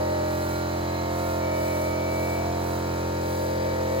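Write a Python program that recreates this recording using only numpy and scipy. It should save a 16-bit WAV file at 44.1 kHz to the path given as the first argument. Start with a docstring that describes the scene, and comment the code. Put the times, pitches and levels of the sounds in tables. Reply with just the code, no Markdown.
"""From the start an air compressor runs in a walled yard, droning on the harmonics of its stroke rate.
Its valves chuff once a turn and its metal parts ring, while a spray gun hisses over parts hung on a wall,
louder with each sweep. The overtones swell and fade as the microphone drifts about.
At about 1.4 s the pump labours for a second, slowing slightly and whining; then it runs on steadily."""
import sys
import numpy as np
from scipy import signal
from scipy.fft import rfft, irfft
from scipy.io import wavfile
from scipy.ndimage import map_coordinates

SR = 44100
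rng = np.random.default_rng(int(sys.argv[2]) if len(sys.argv) > 2 else 0)


def unload_audio(sound):
    """Save the sound as a 16-bit wav file, at the path given as the first command line argument."""
    columns = np.transpose(np.atleast_2d(sound))
    # keep every value between -1 and 1, then stretch to whole-number steps
    steps = np.round(np.clip(columns, -1, 1) * 32767)
    wavfile.write(sys.argv[1], SR, steps.astype(np.int16))


N = 176400

# Speed of the pump. Each row: time in seconds, strokes per second.
STROKE_RATE = [(0, 43.76), (1.3, 43.76), (1.45, 43.54), (1.95, 43.57), (2.55, 43.74), (4, 43.72)]
# Line spectrum of the drone. Each entry: relative level in dB of harmonic 1, 2, 3 and so on.
DRONE_LEVELS = [-18.5, 0, -4, -12, -5.5, -19, -2.5, -3.5, -9, -11.5, -10.5, -4, -12, -4, -7, -10, -19, -16,
                -18.5, -15, -7.5, -22, -19, -19.5, -20, -21.5, -19, -30, -17, -23.5, -38.5, -24, -28.5, -28,
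                -25.5, -28.5, -34, -21.5, -38, -25, -30, -39.5, -29, -34, -34]


def undb(db):
    """Amplitude grows tenfold for every 20 dB."""
    return 10 ** (np.asarray(db) / 20)


def curve(rows):
    """Linear interpolation of (seconds, value) rows gives a value for every sample."""
    return np.interp(np.arange(N) / SR, *np.array(rows, float).T)


def gain_at(rows, hz):
    """Interpolation of (Hz, dB) rows over log frequency gives an amplitude gain."""
    row_hz, db = np.array(rows, float).T
    return undb(np.interp(np.log(hz + 1e-3), np.log(row_hz), db))


def walk(per_s):
    """A spline through random knots gives a smooth fluctuation with a spread near 1."""
    knots = rng.standard_normal(1024)
    positions = np.linspace(0, per_s * N / SR, 800) + 8 * rng.random()
    coarse = map_coordinates(knots, [positions], mode="wrap")
    return np.interp(np.arange(N) * (799 / N), np.arange(800), coarse)


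def wander(per_s):
    """Rayleigh fading: a smooth random complex gain of rms near 1, one value per 100 samples."""
    positions = np.linspace(0, per_s * N / SR, N // 100 + 1) + rng.random() + 2
    real, imag = (map_coordinates(rng.standard_normal(256), [positions], mode="wrap") for _ in range(2))
    return (real + 1j * imag) / np.sqrt(2)


def yard_noise(hz, shape, coherence, ripple_db=3, ripple_hz=45.4, left_lag_s=.000265):
    """Interference of wall echoes ripples the spectrum of partly coherent stereo noise of rms 1."""
    def rippled():
        spectrum = rfft(rng.standard_normal(N)) * shape
        ripple = np.interp(hz / ripple_hz, np.arange(4096), rng.standard_normal(4096))
        return spectrum * undb(ripple_db * ripple)
    shared, left, right = rippled(), rippled(), rippled()
    coherence = np.clip(coherence, 0, 1)
    direct, diffuse_gain = np.sqrt(coherence) * shared, np.sqrt(1 - coherence)
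    delayed = direct * np.exp(-2j * np.pi * hz * left_lag_s)
    pair = irfft(np.array([delayed + diffuse_gain * left, direct + diffuse_gain * right]), N)
    return pair / pair.std()


def echo_phases():
    """Echoes spread each stroke over the turn: of many random phase sets, the least throbbing is used."""
    def throb(band, apart):
        beats = np.sum(band[:, apart:] * band[:, :-apart].conj(), axis=1)
        return abs(beats / np.sum(abs(band) ** 2, axis=1)) ** 2
    phases = np.exp(2j * np.pi * rng.random((3000, 128)))
    tones = undb(DRONE_LEVELS) * phases[:, 1:len(DRONE_LEVELS) + 1]
    middle, upper = tones[:, 8:16], tones[:, 11:]
    total = throb(tones, 1) + throb(middle, 1) + throb(upper, 1) + throb(upper, 2) + throb(upper, 3)
    return phases[np.argmin(total)]


def multipath(tone, hz, reflected, steadier):
    """Multipath fading: a tone's share off the walls wanders in level and direction; it also flutters."""
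    # Stereo width. Each row: frequency in Hz, side against middle in dB.
    width = [(60, -26), (130, -16), (220, -19), (320, -12), (440, 4), (525, 1), (610, 4), (700, 1.5),
             (950, -2), (1300, 3.5), (1600, 1), (1880, 8.5), (2300, 2.5), (4200, -13)]
    flutter = (.08 if steadier else .16) * min(hz / 885, 1) ** 2  # full depth above 885 Hz
    def arrival():
        path = np.sqrt(1 - reflected ** 2) + reflected * wander(per_s=1.55) + flutter * wander(per_s=24)
        path /= np.sqrt(np.mean(abs(path) ** 2))
        return np.repeat(path, 100)[:N] * tone
    mid = arrival().real
    side = arrival().imag * gain_at(width, hz)
    return np.array([mid + side, mid - side])


def pump(turns):
    """Periodic strokes radiate a harmonic series: a low drone, a buzz above it and a whine under load."""
    # Envelopes of single harmonics. Each row: time in seconds, relative level in dB.
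    h11 = [(0.0, -41.5), (0.91, -61), (2.27, -42.5), (3.05, -45.5), (4.0, -39)]
    h12 = [(0.0, -37), (0.19, -40.5), (0.5, -47.5), (1.2, -37), (2.32, -39.5), (2.48, -42), (3.13, -40),
           (3.36, -37), (4.0, -32.5)]
    h14 = [(0.0, -33.5), (0.28, -34), (1.09, -46), (1.57, -36.5), (2.35, -39.5), (2.43, -48), (2.92, -44.5),
           (3.49, -39), (4.0, -47)]
    h15 = [(0.0, -38), (0.05, -71), (0.68, -48), (1.45, -38), (2.36, -39.5), (3.36, -55.5), (3.41, -45.5),
           (4.0, -39)]
    h16 = [(0, -66), (.6, -47), (1.2, -40), (1.55, -47), (2, -49), (2.5, -37.5), (3.1, -50), (4, -71)]
    h18 = [(0.0, -42), (1.28, -51.5), (1.85, -49), (2.16, -52), (3.92, -47), (4.0, -55)]
    h21 = [(0, -39.5), (.6, -45.5), (1.1, -42), (2.4, -42.5), (3, -42), (4, -41)]
    # The whine, the tones around it and two thin metallic overtones, with the same columns.
    whine = [(0, -59.5), (1.35, -62), (1.44, -47), (2.0, -46), (2.15, -44), (2.37, -43.5), (2.47, -55),
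             (2.75, -60), (4, -60)]
    h41 = [(0, -64), (.9, -60), (1.6, -55), (2.3, -63), (2.7, -72), (4, -53)]
    h44 = [(0, -55), (1.35, -66), (1.75, -56), (2, -66), (2.25, -57), (2.6, -70), (4, -56)]
    h49 = [(0, -73), (.7, -64), (.95, -55.5), (1.5, -60), (1.8, -62), (4, -84)]
    h68 = [(0, -64), (1.35, -64), (1.55, -56.5), (2.1, -64), (2.5, -68), (4, -66)]
    metallic_low = [(0, -55), (.6, -46), (.92, -62), (1.3, -46.5), (1.5, -52), (2, -52.5), (2.5, -56),
                    (2.9, -50.5), (3.5, -54), (3.8, -54), (4, -72)]
    metallic_high = [(0, -61), (3, -61), (3.3, -54.5), (3.65, -53.5), (4, -64)]
    envelopes = {11: h11, 12: h12, 14: h14, 15: h15, 16: h16, 18: h18, 21: h21, 32: metallic_low,
                 41: h41, 44: h44, 49: h49, 52: whine, 68: h68, 109: metallic_high}
    # Swell of the deep hum. Each row: time in seconds, added level in dB.
    hum = [(0, 0.5), (.6, 0.5), (1.8, 0.15), (2.8, 1.2), (4, 0.5)]
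    # Spectral envelope of the buzz. Each row: frequency in Hz, typical level of a harmonic in dB.
    buzz = [(1950, -75.5), (2200, -66.5), (2400, -75), (2950, -71.5), (3400, -73), (4100, -65), (4600, -72),
            (5300, -105)]
    # Tones that flutter half as much. Each entry: a harmonic number.
    steadier = (21, 32, 52)
    stroke_hz = np.mean(curve(STROKE_RATE))
    fundamental = np.exp(2j * np.pi * turns)
    phases = echo_phases()
    harmonic, sound = 1, 0
    for k in range(1, 120):
        harmonic, hz = harmonic * fundamental, k * stroke_hz
        reflected = min((hz / 1780) ** 1.4, .69)  # higher harmonics waver more
        if k in envelopes:
            gain, reflected = undb(curve(envelopes[k]) - .5), .1
        elif k <= len(DRONE_LEVELS):
            gain = undb(DRONE_LEVELS[k - 1] - 35.5 + (curve(hum) if hz < 260 else 0))
        else:
            gain = gain_at(buzz, hz) * undb(3.5 * rng.standard_normal())
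        tone = np.sqrt(2) * gain * harmonic * phases[k]
        sound += multipath(tone, hz, reflected, k in steadier)
    return sound


def valves(turns, hz, coherence, chuff_db=4, chuff_turns=.15):
    """Turbulent air rushes through the valves, amplitude-modulated by one chuff in every turn."""
    # Spectrum of the rush. Each row: frequency in Hz, relative spectral density in dB.
    rush = [(25, -16), (45, 0.5), (100, 4), (220, -3), (400, 2), (750, -0.5), (1400, -3.5), (2400, -9.5),
            (3200, -14.5), (4500, -13.5), (5300, -11), (7000, -14.5), (16000, -90)]
    strength = undb(.7 * rng.standard_normal(400))[turns.astype(int)]
    pulse = np.exp(-((turns % 1 - .5) / chuff_turns) ** 2)
    chuff = 1 + (undb(chuff_db) - 1) * strength * pulse
    chuff /= np.sqrt(np.mean(chuff ** 2))
    return undb(-40) * yard_noise(hz, gain_at(rush, hz), coherence) * chuff


def resonance(hz, centre_hz, width_hz, coherence):
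    """A resonance driven by noise passes a narrow band, here of Lorentzian shape."""
    return yard_noise(hz, 1 / (1 + (2 * (hz - centre_hz) / width_hz) ** 2), coherence)


def hollow_boom(hz, coherence):
    """A broad resonance booms; frequency shifting of its analytic signal makes the centre drift."""
    # Course of the boom. Each row: time in seconds, centre in Hz, level in dB.
    course = [(0, 606.6, -39), (.5, 588.3, -41.5), (1, 623, -48), (1.6, 612.9, -44), (2.099, 635.7, -39),
              (2.499, 674.6, -41), (3, 620.3, -46), (3.5, 585, -41), (4, 572.6, -37.5)]
    centre_hz = curve([(t, f) for t, f, db in course])
    gain = undb(curve([(t, db) for t, f, db in course]))
    drift = np.exp(2j * np.pi * np.cumsum(centre_hz - centre_hz.mean()) / SR)
    band = resonance(hz, centre_hz.mean(), width_hz=97, coherence=coherence)
    return gain * (signal.hilbert(band) * drift).real


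def tank_and_pipes(hz, coherence):
    """Rushing air excites the normal modes of tank and pipes; one thin mode chirps and fades by turns."""
    # Envelope of the chirping mode. Each row: time in seconds, level in dB.
    chirp_levels = [(0, -65), (.15, -54), (.4, -57), (1.02, -50.5), (1.12, -65), (2.4, -56), (3, -71),
                    (4, -62)]
    # Steady modes. Each row: frequency in Hz, bandwidth in Hz, level in dB.
    modes = [(2273, 8.1, -53.5), (2478, 12, -59), (3990, 180, -61), (4125, 33, -63.5), (4810, 57, -59.5),
             (7110, 230, -61.5)]
    chirp = undb(curve(chirp_levels)) * resonance(hz, centre_hz=4050, width_hz=15, coherence=coherence)
    return chirp + sum(undb(db) * resonance(hz, centre, width, coherence) for centre, width, db in modes)


def spray_gun(hz, ramp_s=.1):
    """A turbulent jet of air and paint hisses, swelling as the gun is swept to and fro."""
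    # Spectrum of the jet. Each row: frequency in Hz, relative spectral density in dB.
    hiss = [(800, -12), (6000, -5), (9500, -4), (14500, 0), (16000, -2)]
    # Sweeps of the gun. Each row: start in seconds, end in seconds, rise in dB.
    sweeps = [(.28, .59, 4), (1.14, 1.37, 4.2), (1.55, 1.9, 4.7), (2.09, 2.39, 3.9), (2.61, 2.8, 3.9),
              (3.24, 3.5, 3.9), (3.88, 4.1, 2.1)]
    t = np.arange(N) / SR
    swell_db = sum(db * np.clip(np.minimum(t - start, end - t) / ramp_s + .5, 0, 1)
                   for start, end, db in sweeps)
    return yard_noise(hz, gain_at(hiss, hz), coherence=.93) * undb(-47 + swell_db)


def scene():
    """The sources superpose; level differences place the compressor a little right, the gun in front."""
    # Coherence of the machine's noise. Each row: frequency in Hz, shared power in dB (capped at 0).
    shared_power = [(60, 2.3), (300, -3.5), (600, -10.5), (1200, -4), (4000, -3.5)]
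    # Slight turning of the microphone. Each row: time in seconds, left against right in dB.
    turning = [(0, .5), (2.7, -.1), (3.2, 1.6), (4, 1.6)]
    # Balance of the machine. Each row: frequency in Hz, left against right in dB.
    balance = [(60, -0.3), (300, -3.1), (550, 0.5), (950, -5.5), (2200, 0), (4000, 1), (7000, 0)]
    hz = np.arange(N // 2 + 1) * SR / N
    stroke_hz = curve(STROKE_RATE)
    jitter_s = .00002 * walk(per_s=40)
    turns = 1 + np.cumsum(stroke_hz) / SR + jitter_s * stroke_hz
    coherence = gain_at(shared_power, hz) ** 2
    machine = pump(turns) + valves(turns, hz, coherence)
    machine += hollow_boom(hz, coherence) + tank_and_pipes(hz, coherence)
    machine *= undb(np.array([[1], [-1]]) * curve(turning) / 2)
    lean = np.sqrt(gain_at(balance, hz))
    machine = irfft(rfft(machine) * np.array([lean, 1 / lean]), N)
    return machine + spray_gun(hz)


def record(dry, cutoff_hz=15900):
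    """An elliptic low-pass filter removes the highest treble."""
    return signal.sosfilt(signal.ellip(10, .2, 80, cutoff_hz, fs=SR, output="sos"), dry)


dry = scene()
out = record(dry)
unload_audio(out)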